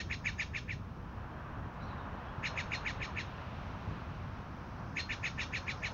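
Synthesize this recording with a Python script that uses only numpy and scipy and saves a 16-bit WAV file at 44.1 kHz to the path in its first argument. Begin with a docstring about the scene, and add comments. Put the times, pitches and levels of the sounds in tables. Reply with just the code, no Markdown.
"""A jay scolds from an autumn tree in three quick runs of short, harsh calls, about seven a second.
Each call is an arched whistle from one side of the syrinx, a weaker voice above it, and a closing
rasp of slapping membranes; the trees scatter it back. Distant traffic rumbles, the tyre noise of
one far car swells and fades, and a far bird chirps faintly in the first pause.
There is one brief low thump and a faint high hiss."""
import sys
import numpy as np
from scipy import signal
from scipy.fft import rfft, irfft
from scipy.io import wavfile

SR = 44100
rng = np.random.default_rng(int(sys.argv[2]) if len(sys.argv) > 2 else 0)


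def transcribe(signal):
    """Save signal, clipped to [-1, 1], as a 16-bit WAV file at the path in sys.argv[1]."""
    frames = np.atleast_2d(signal).T
    limited = np.clip(frames, -1, 1)
    pcm = np.round(limited * 32767).astype(np.int16)
    wavfile.write(sys.argv[1], SR, pcm)


N = 261513
TIME = np.arange(N) / SR


def from_db(db):
    """Decibels to amplitude."""
    return 10 ** (np.asarray(db) / 20)


def unit_rms(x):
    """Scale to rms 1."""
    return x / np.sqrt(np.mean(np.abs(x) ** 2) + 1e-20)


def follow(curve, t=TIME):
    """Interpolate (time, value) rows at t."""
    return np.interp(t, *np.transpose(curve))


def colour(x, spectrum):
    """Filter by (frequency, gain) rows."""
    hz, db = np.transpose(spectrum)
    mirrored = np.concatenate([x, x[::-1]])   # ends join smoothly
    bin_hz = np.maximum(np.arange(len(x) + 1) * SR / len(mirrored), 1)
    gain = from_db(np.interp(np.log(bin_hz), np.log(hz), db))
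    return irfft(rfft(mirrored) * gain)[:len(x)]


def noise(spectrum):
    """Steady coloured noise, rms 1."""
    return unit_rms(colour(rng.standard_normal(N), spectrum))


def lowpass(x, hz):
    """Two cascaded one-pole low-passes."""
    pole = np.exp(-2 * np.pi * hz / SR)
    return signal.lfilter([(1 - pole) ** 2], [1, -2 * pole, pole * pole], x)


def wobble(size, hz):
    """Low-passed random wavering, rms 1."""
    return unit_rms(lowpass(rng.standard_normal(2 * size), hz)[size:])


def phase(hz):
    """Running phase of a moving pitch, random start."""
    return 2 * np.pi * np.cumsum(hz) / SR + rng.uniform(0, 2 * np.pi)


def voice(hz, rough):
    """A sine whose pitch and amplitude shake with roughness."""
    shaken_hz = hz * (1 + 0.0618 * rough * wobble(len(hz), hz=500))
    flutter = 1 + rough * wobble(len(hz), hz=440)
    return np.sqrt(2) * np.sin(phase(shaken_hz)) * flutter


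def resonate(x, hz, width_hz):
    """Resonance of nominal width whose centre may move, rms 1."""
    carrier = np.exp(1j * phase(hz * np.ones(len(x))))
    baseband = lowpass(x * carrier.conj(), 0.62 * width_hz)
    return unit_rms((baseband * carrier).real)


def envelope(t, hold_s, attack_s, release_s):
    """Full level over hold_s = (from, until); 30 dB per attack or release time outside."""
    before = np.maximum(hold_s[0] - t, 0) / attack_s
    after = np.maximum(t - hold_s[1], 0) / release_s
    return from_db(-30 * (before + after))


def around(time_s):
    """Mask of the samples near a moment, and their times from it."""
    near = np.abs(TIME - time_s) < 0.08
    return near, TIME[near] - time_s


def noise_band(level_db, spectrum):
    """One band of background noise, wavering slightly."""
    return from_db(level_db + 0.67 * wobble(N, hz=3.4)) * noise(spectrum)


# high hiss: (frequency [Hz], relative density [dB])
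HIGH_HISS_SPECTRUM = [(2500, -31), (4000, -3.5), (4700, 1), (5700, 1.5), (6600, -8.5), (7200, -11),
                      (9000, -22.5)]
# its contour: (time [s], level [dB])
HIGH_HISS_CONTOUR = [(0, -72), (1, -78.5), (2.2, -77.5), (3, -76), (3.5, -72), (4.3, -74), (4.8, -72.5),
                     (5.93, -65)]


def high_hiss():
    """A faint high hiss, strongest during the last run of calls."""
    return noise_band(follow(HIGH_HISS_CONTOUR), HIGH_HISS_SPECTRUM)


# low rumble: (frequency [Hz], relative density [dB])
RUMBLE_SPECTRUM = [(20, -27.5), (35, -9), (55, -2.5), (95, 0.5), (130, -3.5), (180, -7), (260, -12.5),
                   (350, -19.5), (600, -24.5), (1200, -56)]


def rumble():
    """A steady, wavering low rumble, with one brief low thump."""
    thump_s, width_s = 3.9, 0.049
    thump_db = 5.5 * np.exp(-((TIME - thump_s) / width_s) ** 2)
    return noise_band(-44.5 + 0.06 * wobble(N, hz=3.8) + thump_db, RUMBLE_SPECTRUM)


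# tyre bands: (frequency [Hz], relative density [dB])
ROAR_SPECTRUM = [(200, -4), (380, -8), (600, -3), (830, -1.5), (1020, 0), (1350, -3), (1700, -7.5),
                 (2100, -16.5), (3000, -22.5), (5000, -47.5)]
HISS_SPECTRUM = [(1200, -14.5), (1900, -1.5), (2600, 1), (3400, -5.5), (4200, -8.5), (5500, -27)]
# tyre roar: (time [s], relative level [dB])
ROAR_CONTOUR = [(0.0, -58.5), (0.73, -58), (1.09, -54.5), (1.25, -51.5), (2.13, -48.5), (2.87, -48.5),
                (3.29, -51), (3.73, -50.5), (4.59, -53), (5.93, -50)]


def tyres():
    """A far car passes: tyre roar swells first, its hiss a little later."""
    peak_s, approach_s, recede_s = 3.45, 0.7, 0.5   # hiss peak; half-power times either side
    away = (TIME - peak_s) / np.where(TIME < peak_s, approach_s, recede_s)
    hiss_db = -58 - 10 * np.log10(1 + away ** 2)
    return noise_band(follow(ROAR_CONTOUR) + 1.94, ROAR_SPECTRUM) + noise_band(hiss_db, HISS_SPECTRUM)


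# chirps: (onset [s], length [s], start pitch [Hz], end pitch [Hz], level [dB])
FAR_BIRD_NOTES = [(1.723, .05, 7400, 7300, -80), (1.81, 0.057, 5650, 5560, -77),
                  (1.795, 0.064, 3900, 4180, -66), (1.84, 0.069, 4270, 4600, -72),
                  (1.853, 0.11, 3940, 3900, -68), (1.956, 0.092, 3800, 3660, -67),
                  (2.227, 0.11, 3400, 3220, -70)]


def far_bird():
    """Thin gliding notes of a distant bird."""
    out = np.zeros(N)
    for onset_s, length_s, start_hz, end_hz, db in FAR_BIRD_NOTES:
        during = (TIME > onset_s) & (TIME < onset_s + length_s)
        size = during.sum()
        glide_hz = np.linspace(start_hz, end_hz, size)
        out[during] += from_db(db) * np.hanning(size) * voice(glide_hz, rough=0.49)
    return out


# scatter from the trees: (frequency [Hz], gain [dB])
ECHO_RESPONSE = [(1000, -15), (2300, -15), (3300, -0.5), (4300, -6), (6000, 4), (8000, -18.5)]


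def tree_echoes(x, early_t60_s, late_t60_s, late_db):
    """Near branches scatter a quick spray of echoes, the wood behind a faint long tail."""
    t = TIME[:SR]
    decay = from_db(-60 * t / early_t60_s) + from_db(late_db - 60 * t / late_t60_s)
    impulse_response = unit_rms(rng.standard_normal(SR) * decay * (t > 0.005)) / np.sqrt(SR)
    return colour(signal.fftconvolve(x, impulse_response), ECHO_RESPONSE)[:N]


def squeak(t):
    """A short, slightly sagging note with a weak octave."""
    hz = 4250 - 6500 * t
    tone = voice(hz, rough=0.29) + from_db(-14.5) * voice(2 * hz, rough=0.5)
    return tone * envelope(t, hold_s=(0, 0.016), attack_s=0.004, release_s=0.011)


def lead_in(t):
    """Two soft voices part from one pitch; the throat damps the upper one as it climbs."""
    low_hz, top_hz, climb_s = 1757, 3084, 0.025
    high_hz = top_hz - (top_hz - low_hz) * np.clip(-t / climb_s, 0, 1) ** 2
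    throat_gain = np.interp(high_hz, [2750, 3050], [1, 0.1])
    high = from_db(-2) * throat_gain * voice(high_hz, rough=0.26)
    low = from_db(-1) * voice(np.full(len(t), low_hz), rough=0.59)
    return (low + high) * envelope(t, hold_s=(-0.018, 0.0013), attack_s=0.017, release_s=0.011)


def upper_voice(t):
    """A rough voice above the whistle, sagging linearly."""
    tone = voice(3038 - 21000 * t, rough=0.53)
    return tone * envelope(t, hold_s=(0.01, 0.038), attack_s=0.025, release_s=0.0077)


def slaps(whistle_hz, cycles_per_slap, jitter, air):
    """The membranes slap shut unevenly every few whistle cycles, with turbulent air between."""
    size = len(whistle_hz)
    rate_hz = whistle_hz / cycles_per_slap * np.exp(jitter * wobble(size, hz=400))
    count = np.floor(np.cumsum(rate_hz) / SR)
    pulses = np.diff(count, prepend=0) * rng.uniform(0.57, 1, size)
    return unit_rms(pulses) + air * rng.standard_normal(size)


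def beak_overtone(t, pulses):
    """Slaps ring thinly at the beak around the crest."""
    ring = resonate(pulses, hz=6640, width_hz=400)
    ring += from_db(-7.5) * resonate(pulses, hz=4960, width_hz=250)
    return ring * envelope(t, hold_s=(-0.011, 0.0021), attack_s=0.023, release_s=0.0055)


# static throat and beak resonances: (centre [Hz], nominal width [Hz], relative level [dB])
RASP_FORMANTS = [(1700, 700, -5), (2900, 700, -3), (5150, 600, -7), (6450, 900, -8)]


def rasp(t, pulses, whistle_hz):
    """Slaps ring in throat and beak; ragged overtones slide down with the whistle."""
    throat_hz = np.interp(t, [0.015, 0.03], [3570, 4325])   # climbs as the call closes
    throat = resonate(pulses, throat_hz, width_hz=560)
    formants = sum(from_db(db) * resonate(pulses, hz, width_hz) for hz, width_hz, db in RASP_FORMANTS)
    octave = from_db(-4.5) * voice(2 * whistle_hz, rough=0.3)
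    twelfth = from_db(-14.5) * voice(3 * whistle_hz, rough=0.3)
    overtones = (octave + twelfth) * np.interp(t, [0.004, 0.012], [0, 1])
    gain = envelope(t, hold_s=(0.012, 0.033), attack_s=0.035, release_s=0.014)
    return gain * (throat + formants + overtones)


def whistle_pitch(t, crest_hz):
    """A quick leap to the crest, a slower sag and a last droop, with random wander."""
    start_hz, end_hz, mean_crest_hz = 1763, 1587, 2652
    rise_s = 0.0077 + 1e-5 * (crest_hz - mean_crest_hz)   # higher crests take longer
    fall_s, droop_from_s, droop_hz_per_s = 0.0105, 0.029, 28000
    rise_hz = start_hz + (crest_hz - start_hz) * np.exp(-np.abs(t / rise_s) ** 3)
    fall_hz = end_hz + (crest_hz - end_hz) / (1 + np.abs(t / fall_s) ** 1.453)
    droop_hz = droop_hz_per_s * np.maximum(t - droop_from_s, 0)
    wander = 1 + 0.01225 * wobble(len(t), hz=60)
    return np.where(t < 0, rise_hz, fall_hz - droop_hz) * wander


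# whistle shake: (unstretched time from crest [s], roughness [0-1])
WHISTLE_ROUGHNESS = [(.004, .15), (.025, 0.37)]


def whistle(t, hz):
    """Clean rising, rougher falling; loudest as it sweeps through the windpipe's resonance."""
    pipe_hz, width_hz = 2333, 243
    pipe_db = -7 + 10 * np.exp(-((hz - pipe_hz) / width_hz) ** 2)
    tone = from_db(pipe_db) * voice(hz, rough=follow(WHISTLE_ROUGHNESS, t))
    return tone * envelope(t, hold_s=(-0.0109, 0.028), attack_s=0.007, release_s=0.016)


def call(t, crest_hz, whistle_db, lead_db, rasp_db):
    """Lead-in and thin overtone, arched whistle, then upper voice and rasp; t = 0 at the crest."""
    hz = whistle_pitch(t, crest_hz)
    pulses = slaps(hz, cycles_per_slap=3, jitter=0.09, air=0.35)
    overtone_db = -67.5 + 3.5 * (whistle_db + 37)   # grows steeply with effort
    upper_db = (whistle_db + rasp_db) / 2 - 6.5
    return (from_db(lead_db) * lead_in(t)
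            + from_db(overtone_db) * beak_overtone(t, pulses)
            + from_db(whistle_db) * whistle(t, hz)
            + from_db(upper_db) * upper_voice(t)
            + from_db(rasp_db - 4.5) * rasp(t, pulses, hz))


# calls: (crest time [s], crest pitch [Hz], fall stretch [ratio],
#         whistle gain [dB], lead-in gain [dB], relative rasp gain [dB])
JAY_CALLS = [(-0.014, 2603, 0.89, -35.5, -47, -45), (0.1194, 2658, 0.81, -36, -48.5, -46),
             (0.2661, 2613, 1.04, -33.5, -46.5, -47), (0.403, 2548, .87, -33.3, -50.5, -46),
             (0.557, 2697, 0.96, -37, -49.5, -48), (0.7025, 2724, 1.13, -39, -50.5, -54),
             (2.451, 2774, 0.83, -35.5, -45, -43.5), (2.5829, 2600, 0.91, -35, -46.5, -45),
             (2.729, 2790, 0.93, -36, -51, -45), (2.87, 2560, 1.11, -35.7, -47.5, -47),
             (3.023, 2590, 0.97, -39, -48.5, -47.5), (3.181, 2660, 1.02, -37, -47, -48),
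             (4.977, 2650, .98, -35, -53, -43.5), (5.1129, 2616, .86, -36, -43, -46),
             (5.25, 2660, 1, -34, -45.5, -44.5), (5.4005, 2674, 1.07, -36, -44.5, -43),
             (5.5455, 2685, 1.08, -35.5, -47.5, -46), (5.6883, 2604, 0.92, -37, -46, -45.5),
             (5.8428, 2577, 1.02, -36, -49, -45)]
# squeaks ending a few hard calls: (time [s], level [dB])
JAY_SQUEAKS = [(2.468, -53), (2.748, -48.5), (4.998, -42.5), (5.566, -51)]


def jay():
    """One repeated gesture, time-scaled after its crest; some calls break into a squeak."""
    out = np.zeros(N)
    for crest_s, crest_hz, stretch, *gains_db in JAY_CALLS:
        near, t = around(crest_s)
        gesture_t = np.where(t < 0, t, t / stretch)
        out[near] += call(gesture_t, crest_hz, *gains_db)
    for time_s, db in JAY_SQUEAKS:
        near, t = around(time_s)
        out[near] += from_db(db) * squeak(t)
    return out


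def scene():
    """Both birds and their echoes over the background, mono."""
    birds = jay() + far_bird()
    echoes = tree_echoes(birds, early_t60_s=0.18, late_t60_s=0.83, late_db=-22)
    return (rumble() + tyres() + high_hiss() + echoes + birds)[None]


# microphone response: (frequency [Hz], gain [dB])
MIC_RESPONSE = [(6600, 0), (7000, -6.5), (7400, -8), (7900, -23.5), (8500, -19.5), (9300, -16),
                (10200, -39), (12000, -50.5)]
# recorder hiss: (frequency [Hz], relative density [dB])
SELF_NOISE_SPECTRUM = [(100, 9), (13800, -1.5), (14700, 9), (15800, 6.5)]


def record(dry):
    """Narrow-band microphone, faint recorder hiss and a steep top cut."""
    cutoff_hz, fade_in_s = 15760, 0.004
    heard = colour(dry[0], MIC_RESPONSE) + from_db(-80.5) * noise(SELF_NOISE_SPECTRUM)
    heard *= np.minimum(TIME / fade_in_s, 1)
    top_cut = signal.ellip(12, 0.1, 80, cutoff_hz, fs=SR, output="sos")
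    return signal.sosfilt(top_cut, heard)[None]


dry = scene()
out = record(dry)
transcribe(out)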